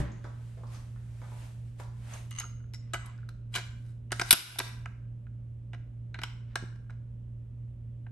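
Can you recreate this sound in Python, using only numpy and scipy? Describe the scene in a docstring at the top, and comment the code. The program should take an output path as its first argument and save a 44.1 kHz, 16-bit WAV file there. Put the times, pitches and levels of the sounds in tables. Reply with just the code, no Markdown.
"""Bolt-action rifle on a bench

A hand fetches a cartridge, lays it in the port, pushes it into the chamber, runs the bolt home,
turns it down and works the handle again, in a small room over motor hum. Blows are shaped noise
through resonances, with damped sines; slides are tiny catches through modes, squeaks gliding tones.
Hum is sines, air and sleeve are coloured noise. The limiter ducks at the loudest clack.
"""
import sys
import numpy as np
from scipy import signal
from scipy.fft import rfft, irfft, next_fast_len
from scipy.io import wavfile
from scipy.ndimage import uniform_filter1d, minimum_filter1d

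SR = 44100
rng = np.random.default_rng(int(sys.argv[2]) if len(sys.argv) > 2 else 0)


def to_wav(sig):
    """Store sig (one row per channel, or 1-D mono) as 16-bit WAV at the path in sys.argv[1].

    Samples outside -1..1 are clipped; the rate is SR.
    """
    pcm = np.clip(np.atleast_2d(sig), -1, 1) * 32767
    pcm = np.round(pcm).astype(np.int16)
    wavfile.write(sys.argv[1], SR, pcm.T)  # frames by channels


N = 357905
TIME = np.arange(N) / SR  # s


def from_db(db):
    """Amplitude ratio of a level in dB."""
    return 10 ** (np.asarray(db) / 20)


def rms_one(x):
    """Scale to rms 1."""
    return x / np.sqrt(np.mean(x ** 2) + 1e-20)


def at_hz(points, hz, axis=1):
    """Read one column of a table on a log-frequency axis."""
    table = np.array(points)
    return np.interp(np.log(hz + 1e-9), np.log(table[:, 0]), table[:, axis])


def band(x, low_hz, high_hz):
    """Band-pass."""
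    sos = signal.butter(2, [low_hz, min(high_hz, .45 * SR)], "band", fs=SR, output="sos")
    return signal.sosfilt(sos, x)


def low_pass(x, order, cutoff_hz):
    """Low-pass."""
    return signal.sosfilt(signal.butter(order, cutoff_hz, fs=SR, output="sos"), x)


def add(track, s, sound):
    """Mix a sound into a track from time s."""
    start = max(int(s * SR), 0)
    track[..., start:start + sound.shape[-1]] += sound[..., :N - start]


# Stereo width: f/Hz, side re mid of near sounds/dB, of sounds from all round/dB
WIDTH = [(120, -15.5, -20), (384, -9.5, 1), (1310, -12.5, -2.5), (2474, -5.5, -3), (4600, -6.5, -3.5),
         (8260, -5.5, -1), (11570, -0.5, -3.5)]


def spread(pair, hz, axis=1):
    """Two unrelated signals as mid and side, turned into left and right; side level depends on f."""
    side = from_db(at_hz(WIDTH, hz, axis=axis))
    left, right = pair[0] + side * pair[1], pair[0] - side * pair[1]
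    return np.stack([left, right]) / np.sqrt(1 + side ** 2)


def noise(colour):
    """Diffuse stereo noise of a given spectrum, rms 1."""
    hz = np.fft.rfftfreq(N, 1 / SR)
    spectrum = spread(rfft(rng.standard_normal((2, N))), hz, axis=2)
    return rms_one(irfft(spectrum * from_db(at_hz(colour, hz)), N))


def resonate(force, modes):
    """A force rings parallel damped resonances, summed in alternating polarity."""
    out = 0
    for k, (hz, width_hz, db) in enumerate(modes):
        r = np.exp(-np.pi * width_hz / SR)
        zeros = [(1 - r * r) / 2, 0, (r * r - 1) / 2]
        poles = [1, -2 * r * np.cos(2 * np.pi * hz / SR), r * r]
        ringing = signal.lfilter(zeros, poles, force + 1e-18)
        out = out + (-1) ** k * from_db(db) * ringing
    return out


def bells(x, rows):
    """A chain of peaks and notches: (f/Hz, Q, gain/dB)."""
    for hz, q, db in rows:
        w, root = 2 * np.pi * hz / SR, from_db(db / 2)
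        centre = np.array([1, -2 * np.cos(w), 1])
        width = np.sin(w) / (2 * q) * np.array([1, 0, -1])
        x = signal.lfilter(centre + width * root, centre + width / root, x)
    return x


def catches(per_s=5000, uneven_db=3):
    """The force of tiny random catches between two sliding surfaces."""
    sizes = (rng.random(N) < per_s / SR) * from_db(uneven_db * rng.standard_normal(N))
    return spread(sizes * rng.standard_normal((2, N)), 3000)


def strokes(rows, range_db=20):
    """Gain of a series of strokes; rise and fall are the times taken over range_db."""
    gain = 0
    for peak_s, db, rise_s, fall_s in rows:
        distance = np.maximum((peak_s - TIME) / rise_s, (TIME - peak_s) / fall_s)
        gain = gain + from_db(db - range_db * distance)
    return gain


def rings(rows, rise_s):
    """Single damped modes (t/s, f/Hz, level/dB, t60/s), mid and side a quarter cycle apart."""
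    out, t = np.zeros((2, N)), TIME[:SR // 2]
    for s, hz, db, t60_s in rows:
        phase = 2 * np.pi * hz * t
        envelope = from_db(db - 60 * t / t60_s) * (1 - np.exp(-t / rise_s))
        add(out, s, spread([np.sin(phase), np.cos(phase)], hz) * envelope)
    return out


# Borders of thud, knock, clack and tick: f/Hz
PART_EDGES_HZ = [250, 900, 2500, 7000, 15000]


def blows(rows, modes, parts_db, hit_db, snap_db, snap_s, rise_s, crack_db, rattle_db,
          knock_hz=1500, slope_bend=1.13, spot_q=2.7):
    """Touch, sharp hit and uneven dying chatter; hardness tilts the bands, the spot colours them."""
    columns = np.array(rows).T[..., None]
    times, level_db, slope_db, t60_s, thud_db, spot_hz, spot_db = columns
    t = TIME[:SR // 6]

    wander = signal.resample(rng.standard_normal((len(rows), 48)), len(t), axis=1)
    chatter = from_db(rattle_db * wander) * from_db(-60 * t / t60_s)
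    envelope = chatter + from_db(snap_db) * np.exp(-t / snap_s)
    force = rng.standard_normal((2, len(rows), len(t))) * envelope * (1 - np.exp(-t / rise_s))
    force[0, :, int(rise_s * SR)] += from_db(hit_db)
    ringing = resonate(force, modes) + from_db(crack_db) * force

    sounds = 0
    for low, high, part_db in zip(PART_EDGES_HZ, PART_EDGES_HZ[1:], parts_db):
        hz = np.sqrt(low * high)
        octaves = max(np.log2(hz / knock_hz), 0)
        tilt_db = thud_db if high < knock_hz else slope_db * octaves ** slope_bend
        part = band(band(ringing, low, high), low / 2, high * 2)
        part /= part[..., :SR // 100].std(axis=-1, keepdims=True)  # levels refer to the first 10 ms
        sounds = sounds + spread(part, hz) * from_db(level_db + part_db + tilt_db)

    out = np.zeros((2, N))
    for k, s in enumerate(times[:, 0]):
        add(out, s, bells(sounds[:, k], [(spot_hz[k, 0], spot_q, spot_db[k, 0])]))
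    return out


# Motor, fan and mains lines: f/Hz, rms level/dB
HUM = [(37.5, -63), (58.42, -58.5), (112.5, -62), (116.83, -43), (120, -60), (233.63, -71), (236.87, -78),
       (584.13, -81)]


def hum():
    """Steady sines; close motor, fan and mains lines beat slowly."""
    out = 0
    for hz, db in HUM:
        out = out + np.sqrt(2) * from_db(db) * np.sin(2 * np.pi * (hz * TIME + rng.random()))
    return out


# Room rumble and hiss: f/Hz, relative level/dB
AIR_COLOUR = [(25, -11), (40, 8.5), (80, 9.5), (120, -2), (200, -.5), (300, -10.5), (500, -16.5),
              (750, -27), (1600, -35), (3000, -36.5), (4500, -47), (11000, -43.5), (15000, -55)]


def air(level_db=-52.5):
    """Steady diffuse noise, strongest in the bass."""
    return from_db(level_db) * noise(AIR_COLOUR)


# Sleeve noise spectrum: f/Hz, relative level/dB
RUSTLE_COLOUR = [(200, -5), (600, 14), (1200, 8), (2500, 7), (5000, 1), (9000, 4), (12000, 0), (15000, -39)]
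# Sleeve brushing past: peak t/s, level before sleeve gain/dB, rise/s, fall/s
BRUSHES = [(0, -42.5, .02, 0.055), (.24, -73, 0.055, .2), (.48, -62.5, 0.58, 0.58),
           (.735, -53, 0.064, 0.17), (1.44, -53, 0.57, 0.24), (1.68, -70, 0.11, 0.45),
           (1.8, -50, 0.02, 0.08), (2.15, -46, 0.17, 0.17)]
# Fingers rubbing over bench and cartridge: peak t/s, level/dB, rise/s, fall/s
RUBS = [(.01, -58, 0.022, 0.34), (2.14, -54, 0.12, 0.076), (3.08, -62.5, 0.36, .25),
        (6.52, -67, 0.1, 0.086)]


def hand(sleeve_db=-3.0, rub_low_hz=700, rub_high_hz=2800):
    """The sleeve brushes brightly as coloured noise; the fingers rub dully as filtered catches."""
    sleeve = from_db(sleeve_db) * strokes(BRUSHES) * noise(RUSTLE_COLOUR)
    fingers = strokes(RUBS) * rms_one(band(catches(), rub_low_hz, rub_high_hz))
    return sleeve + fingers


# Things handled further along the bench: t/s, level before layer gain/dB,
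# treble slope/dB per bent octave, t60/s, extra thud/dB, spot f/Hz, spot gain/dB
KNOCKS = [(.002, -32, -9.5, 0.23, -10, 1290, -5.5), (.118, -58, -1.5, 0.037, -14, 6600, 17),
          (.241, -41, -5.5, 0.099, -1, 1470, 5), (.268, -55.5, -21, 0.057, 8.5, 800, -7),
          (.571, -51, -6.5, 0.23, 4.5, 920, -9), (.633, -49, -8, 0.11, 2.5, 1110, 12),
          (.668, -57, 1.5, .1, 1, 800, -8), (.745, -45, -0.5, .11, -8.5, 1100, 2),
          (.958, -53.5, -15, .06, -5, 1740, 12), (1.215, -43.5, -8, 0.28, -3, 1370, 2.5),
          (1.317, -50.5, -10, 0.12, 5, 950, 0.5), (1.797, -38.5, -21, 0.043, -3.5, 940, 5.5),
          (1.835, -60, 5, .12, 0, 1100, -7)]
# Bench resonances: f/Hz, width/Hz, level/dB
BENCH = [(590, 82, -20), (796, 99, 6.5), (926, 330, 0), (1410, 280, 5), (1730, 240, -15.5),
         (2830, 1100, -3)]
# Thud, knock, clack, tick of a bench knock: level/dB
BENCH_PARTS_DB = [1.5, -2.5, -2.5, -24]


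def bench_knocks(level_db=-10.0):
    """Blows ring the broad resonances of the bench."""
    knocks = blows(KNOCKS, BENCH, BENCH_PARTS_DB, hit_db=20.0, snap_db=8.0, snap_s=0.0013,
                   rise_s=0.00075, crack_db=-3.5, rattle_db=3.0)
    return from_db(level_db) * knocks


# Modes by part: f/Hz, relative level/dB, t60/s
PARTS = {"case": [(1180, -13, .06), (1983, -18, 0.1), (2950, -3.5, 0.031), (5070, -6.5, .025),
         (6490, 11.5, 0.027), (6720, -10, 0.023), (10100, -2, .02)], "feed ramp": [(2025, -14, .05),
         (5260, -9, 0.016), (5360, -15, .025), (5400, -17.5, 0.17), (5600, -16.5, .06), (6820, -17, 0.055),
         (7830, -15, .03)], "magazine": [(365, -11, 0.11), (684, -6.5, 0.075), (1286, 0.5, 0.078),
         (1500, -1, 0.077), (1633, -5, 0.084), (2017, -8.5, 0.22), (2950, -7.5, 0.12), (3160, -8.5, 0.068),
         (4560, -20.5, 0.18), (5320, -16, .03), (6347, -7, 0.046), (7050, -18, .025), (7343, -0.5, 0.028),
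         (8070, 3, 0.024), (8220, 1, 0.02)], "chamber": [(1550, -13, 0.043), (2000, -11, .043),
         (2357, -8, .07), (2945, -4.5, 0.049), (3246, 1, 0.03), (4000, -9, 0.077), (4990, -15, .05),
         (7330, 1.5, 0.022), (13000, 0, .04)], "lugs": [(1380, -14, .093), (2834, -13.5, 0.024),
         (3690, 0.5, .017), (3950, -11.5, .04), (6455, -11, .015), (10320, 1, .02), (10630, 1.5, .018),
         (11350, 5, 0.017), (15000, -5.5, .04)], "stock": [(125, 1.5, 0.021), (200.2, -3, .042),
         (263, -9.5, 0.045), (326.2, -6.5, .038)], "bench": [(62.7, 1.5, 0.3), (147, 6.5, 0.065),
         (208.5, -15, 0.92), (288, -7.5, 0.1), (356, -10.5, 0.063), (565, -11, 0.089)]}
# Blows on a part: t/s, level/dB, part
STRIKES = [(.002, -27.5, "bench"), (2.136, -47, "case"), (2.387, -34.5, "case"), (2.398, -36, "case"),
           (2.736, -38, "feed ramp"), (2.745, -31.5, "feed ramp"), (2.935, -30, "magazine"),
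           (3.5402, -31.5, "chamber"), (3.558, -28, "chamber"), (4.119, -38.5, "stock"),
           (4.197, -38.5, "stock"), (4.214, -39, "stock"), (4.3073, -4, "lugs"), (4.326, -7, "lugs"),
           (4.33, -10.5, "stock"), (4.586, -21, "lugs"), (4.599, -38, "stock"), (6.626, -36.5, "stock"),
           (6.637, -35.5, "stock")]


def struck_parts(names):
    """Every blow on one of the named parts rings all of that part's modes."""
    rows = []
    for s, db, name in STRIKES:
        if name in names:
            rows += [(s, hz, db + mode_db, t60_s) for hz, mode_db, t60_s in PARTS[name]]
    return rings(rows, rise_s=0.00071)


# Reverberation: f/Hz, level/dB, t60/s
ROOM = [(149.3, -9, 0.55), (498.4, -1.5, 0.65), (1509, -1, 0.62), (3900, 1.5, 0.47), (8100, 2.5, 0.49),
        (12400, -11.5, 0.37)]


def room(x, build_s=0.00082):
    """Dense reflections build up quickly and die away band by band."""
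    t, response = TIME[:SR], 0
    edges_hz = np.geomspace(100, 13000, 11)
    for low, high in zip(edges_hz, edges_hz[1:]):
        hz = np.sqrt(low * high)
        decay = from_db(at_hz(ROOM, hz) - 60 * t / at_hz(ROOM, hz, axis=2))
        reflections = band(rng.standard_normal((2, len(t))), low, high)
        response = response + spread(reflections, hz, axis=2) * decay
    response = response * (1 - np.exp(-t / build_s)) / np.sqrt(SR / 20)
    return signal.fftconvolve(x, response, axes=-1)[:, :N]


# Lightly damped modes of barrel and receiver: f/Hz, width/Hz, level before layer gain/dB
STEEL = [(1287, 8, -10.5), (1341, 6, -12), (1653, 9, -8), (2013, 6, -13), (2889, 4.3, -13), (3761, 5, -7.5),
         (3950, 5, -6), (4561, 4.4, -6), (4990, 6, -10), (5443, 5, -11.5), (6867, 5, -5.5), (8970, 5, -5.5),
         (9557, 5, -3), (10788, 6, -1.5), (10995, 6, -3.5), (11402, 6, -4), (11640, 7, -5.5)]


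def barrel_ring(action, level_db=-3.5):
    """The action drives narrow modes of barrel and receiver."""
    return from_db(level_db) * resonate(action, STEEL)


# Steel contacts of cartridge and bolt, harder = more treble: t/s, level before layer gain/dB,
# treble slope/dB per bent octave, t60/s, extra thud/dB, spot f/Hz, spot gain/dB
CONTACTS = [(2.308, -60, 5, .016, -3.5, 6500, 3), (2.3865, -56, 4, 0.031, 3, 9700, 2),
            (2.398, -44.5, 3, 0.031, -1, 9600, 3), (2.404, -42.5, -2, 0.088, -2, 2920, 10),
            (2.441, -50.5, -8, 0.081, 9.5, 1350, 4), (2.6, -71, -18, 0.046, -6, 1460, 11),
            (2.638, -70, -23, 0.034, -3, 1410, 11), (2.736, -51, 1, 0.01, 4, 7600, -6),
            (2.743, -54, 0.5, 0.076, -2, 5300, 12.5), (2.934, -37, 0, 0.076, 1.5, 1370, 7),
            (2.941, -30.5, -9.5, 0.039, 4.5, 1670, -4), (3.06, -73, 6.5, 0.034, -1.5, 8500, 10),
            (3.177, -63, -4, 0.034, -7, 4560, 6), (3.186, -68, -20, .033, -4, 1520, -5),
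            (3.289, -52, 0.5, .06, 3.5, 4060, 1), (3.541, -46.5, -9, 0.017, 4.5, 3220, 4),
            (3.551, -31.5, -0.5, 0.05, 0.5, 3200, 5.5), (3.557, -33, 0, .057, 2, 4900, 3),
            (3.565, -34.5, -1.5, 0.13, 0, 2430, 4.5), (4.106, -47.5, -10.5, .057, -2, 3000, 2.5),
            (4.118, -29, -2, .029, 6.5, 8700, 12.5), (4.125, -33.5, -1, .03, 2, 1580, 8.5),
            (4.1955, -25.5, -3, .053, -2.5, 9000, 8.5), (4.213, -25.5, -2.5, .035, 3.5, 5400, 5.5),
            (4.3074, -10.5, 4.5, 0.042, -4, 3750, 5), (4.327, -7.5, 2.5, .02, -2, 10960, 9),
            (4.3305, -12.5, 3, .043, -1, 2946, 4.5), (4.3395, -21.5, -3.5, .03, 0, 1313, 1),
            (4.555, -43.5, -3.5, .04, 8.5, 800, 4), (4.5857, -29, 3.5, 0.063, 3.5, 5400, 4.5),
            (4.599, -24.5, -7.5, 0.023, 2, 4396, 15), (4.604, -33, -6.5, 0.04, 5.5, 340, 11.5),
            (4.8572, -36, -10.5, 0.017, -2.5, 1950, -1), (5.266, -64, -13.5, 0.044, 2.5, 1568, 0.5),
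            (5.732, -44.5, -8.5, 0.078, 6, 3700, 7), (6.1425, -42, -9, 0.027, -3, 4020, 17),
            (6.153, -45, -13, 0.056, 1, 1700, -5), (6.1875, -40.5, -9, .036, 6, 3980, 15),
            (6.215, -41.5, -3, 0.05, 2.5, 1550, 5), (6.234, -30.5, -2, 0.028, 0, 3180, 6.5),
            (6.5555, -26, -3, 0.052, 1, 8520, 3.5), (6.757, -62, -3, 0.037, 4, 943, 2.5),
            (6.897, -55.5, -4, 0.16, 8, 1500, -2.5), (8.066, -57, -14.5, .033, 11.5, 2680, 0)]
# Thud, knock, clack, tick of a steel contact: level/dB
STEEL_PARTS_DB = [-9, 1, 2, -1]
# Rifle resonances, also used by rifle_body: f/Hz, width/Hz, level/dB
RIFLE = [(365, 34, -14.5), (693, 64, -0.5), (960, 220, -7.5), (1300, 62, -0.5), (1450, 110, 1),
         (1620, 130, 2.5), (2003, 180, -3.5), (2350, 240, -1.5), (2950, 240, -7), (3250, 170, -5),
         (3875, 380, -9), (4560, 160, -6), (4880, 440, -12.5), (5600, 240, -5.5), (6030, 98, -8.5),
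         (6803, 270, -4), (7590, 300, -8), (8100, 700, -2), (9490, 370, -2.5), (10300, 420, -3),
         (11250, 510, -2)]


def steel_contacts(level_db=-5.0):
    """Blows of cartridge and bolt ring the rifle's resonances."""
    contacts = blows(CONTACTS, RIFLE, STEEL_PARTS_DB, hit_db=15.5, snap_db=7, snap_s=0.00093,
                     rise_s=0.0007, crack_db=-13.5, rattle_db=4.0)
    return from_db(level_db) * contacts


def rifle_body(force, crack_db=-11):
    """The rifle rings; a share of the force is heard directly as a crack."""
    return resonate(force, RIFLE) + from_db(crack_db) * force


# Brass case modes: f/Hz, width/Hz, level/dB
CASE = [(1146, 160, -5), (2100, 120, -2.5), (2900, 130, -0.5), (4400, 1300, -16), (6300, 82, 0.5),
        (8600, 1200, -15), (11400, 300, -22)]
# Case dragged into the port: peak t/s, level/dB, rise/s, fall/s
DRAGS = [(2.318, -48.5, 0.014, 0.096), (2.385, -46.5, 0.052, 0.039)]
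# Case and bolt sliding in the receiver: peak t/s, level/dB, rise/s, fall/s
SLIDES = [(3.06, -54, 0.0076, 0.021), (3.558, -35, .02, 0.022), (3.66, -64.5, .05, 0.07),
          (3.89, -68.5, 0.27, 0.11), (4.145, -53.5, .02, 0.46), (4.298, -43.5, 0.09, 0.011)]


def sliding():
    """Friction sings in the loose case and grates in the receiver."""
    singing = rms_one(resonate(catches(per_s=900, uneven_db=6.0), CASE))
    grating = rms_one(band(rifle_body(catches(per_s=2600, uneven_db=3.0)), 800, 10000))
    return singing * strokes(DRAGS) + grating * strokes(SLIDES)


# Brass squeaking on steel: start t/s, length/s, first f/Hz, last f/Hz, level/dB
SQUEAKS = [(2.423, 0.036, 1200, 1430, -46), (3.018, 0.063, 1214, 915, -56.5),
           (3.062, 0.061, 1006, 1100, -54.5)]


def squeaks(width_hz=90):
    """Unsteady stick and slip: a narrow band that swells, glides with the pressure and fades."""
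    waver = rms_one(low_pass(rng.standard_normal((2, N)), 2, width_hz))
    tone = np.zeros(N)
    for s, length_s, first_hz, last_hz, db in SQUEAKS:
        hz = np.linspace(first_hz, last_hz, int(length_s * SR))
        glide = np.sqrt(2) * np.sin(2 * np.pi * np.cumsum(hz) / SR)
        add(tone, s, from_db(db) * np.hanning(len(hz)) * glide)
    return spread(waver, 1560) * tone


# Bolt body, pitch shifting with the grip: t/s, f/Hz, level/dB
PINGS = [(3.187, 1474, -49), (3.231, 1440, -47.5), (3.289, 1402, -39), (4.119, 1410, -30),
         (4.196, 1380, -24), (4.213, 1390, -23), (4.8582, 1560, -35), (5.268, 1450, -49.5),
         (6.144, 1560, -36.5), (6.189, 1450, -32), (6.234, 1536, -37), (6.556, 1390, -27),
         (6.897, 1447, -41.5), (8.065, 1592, -46.5)]


def pings(t60_s=0.025, upper_ratio=1.11, upper_db=-5):
    """The bolt body rings briefly in two close modes, damped by the hand."""
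    rows = []
    for s, hz, db in PINGS:
        rows += [(s, hz, db, t60_s), (s, hz * upper_ratio, db + upper_db, t60_s)]
    return rings(rows, rise_s=0.0008)


# Near-sound colour: f/Hz, Q, gain on the left and cut on the right/dB
NEAR_BALANCE = [(330, 1, -1.2), (1200, 0.97, -.9), (4500, 1.2, .9)]


def from_the_left(x, lag_s=.000021):
    """The right microphone hears a near sound a moment later and in another colour."""
    size = next_fast_len(N)
    late = np.exp(-2j * np.pi * np.fft.rfftfreq(size, 1 / SR) * lag_s)
    right = irfft(rfft(x[1], size) * late, size)[:N]
    right_balance = [(hz, q, -db) for hz, q, db in NEAR_BALANCE]
    return np.stack([bells(x[0], NEAR_BALANCE), bells(right, right_balance)])


def scene():
    """The action and its ringing barrel close by, bench knocks, the hand, the hum and the room."""
    background = (hum() + air()) * from_db([[-1.1], [1.1]])  # left, right
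    bench = bench_knocks() + struck_parts(["bench"])
    rifle_parts = struck_parts(["case", "feed ramp", "magazine", "chamber", "lugs", "stock"])
    action = rifle_parts + steel_contacts() + sliding() + squeaks() + pings()
    near = from_the_left(action + barrel_ring(action))
    reflections = room(from_db(-8.5) * action + from_db(3) * bench)
    return background + hand() + bench + near + reflections


# Treble peaks and dips of mid: f/Hz, Q, gain/dB
MID_COLOUR = [(10150, 13, -18.5), (13100, 6.9, -9)]
# Treble peaks and dips of side: f/Hz, Q, gain/dB
SIDE_COLOUR = [(8626, 12, -18.5), (10700, 11, 9), (12100, 9.2, -19)]


def treble_colour(x, top_hz=12300, leak_db=-20):
    """Narrow peaks and dips in the treble of mid and side; the sound is dull above top_hz."""
    mid = bells((x[0] + x[1]) / 2, MID_COLOUR)
    side = bells((x[0] - x[1]) / 2, SIDE_COLOUR)
    x = np.stack([mid + side, mid - side])
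    return low_pass(x, 12, top_hz) + from_db(leak_db) * x


def limiter(x, ceiling_db=0.5, hold_s=0.11, release_db_per_s=65):
    """The gain drops just ahead of a peak, holds and creeps back."""
    peak_db = 20 * np.log10(np.abs(x).max(axis=0) + 1e-9)
    over_db = np.maximum(peak_db - ceiling_db, 0)
    half = int(hold_s * SR / 2)
    over_db = -minimum_filter1d(-over_db, size=2 * half + 1, origin=half)  # hold
    release_db = release_db_per_s * TIME
    held_db = np.maximum.accumulate(over_db + release_db) - release_db
    lowest_db = minimum_filter1d(-held_db, size=129)  # look ahead
    return x * from_db(uniform_filter1d(lowest_db, size=129))


def record(dry):
    """Treble colour, limiter, and the top cut off."""
    top_cut = signal.cheby2(12, 70, 16600, fs=SR, output="sos")  # 70 dB down from 16.6 kHz
    return signal.sosfilt(top_cut, limiter(treble_colour(dry)))


dry = scene()
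out = record(dry)
to_wav(out)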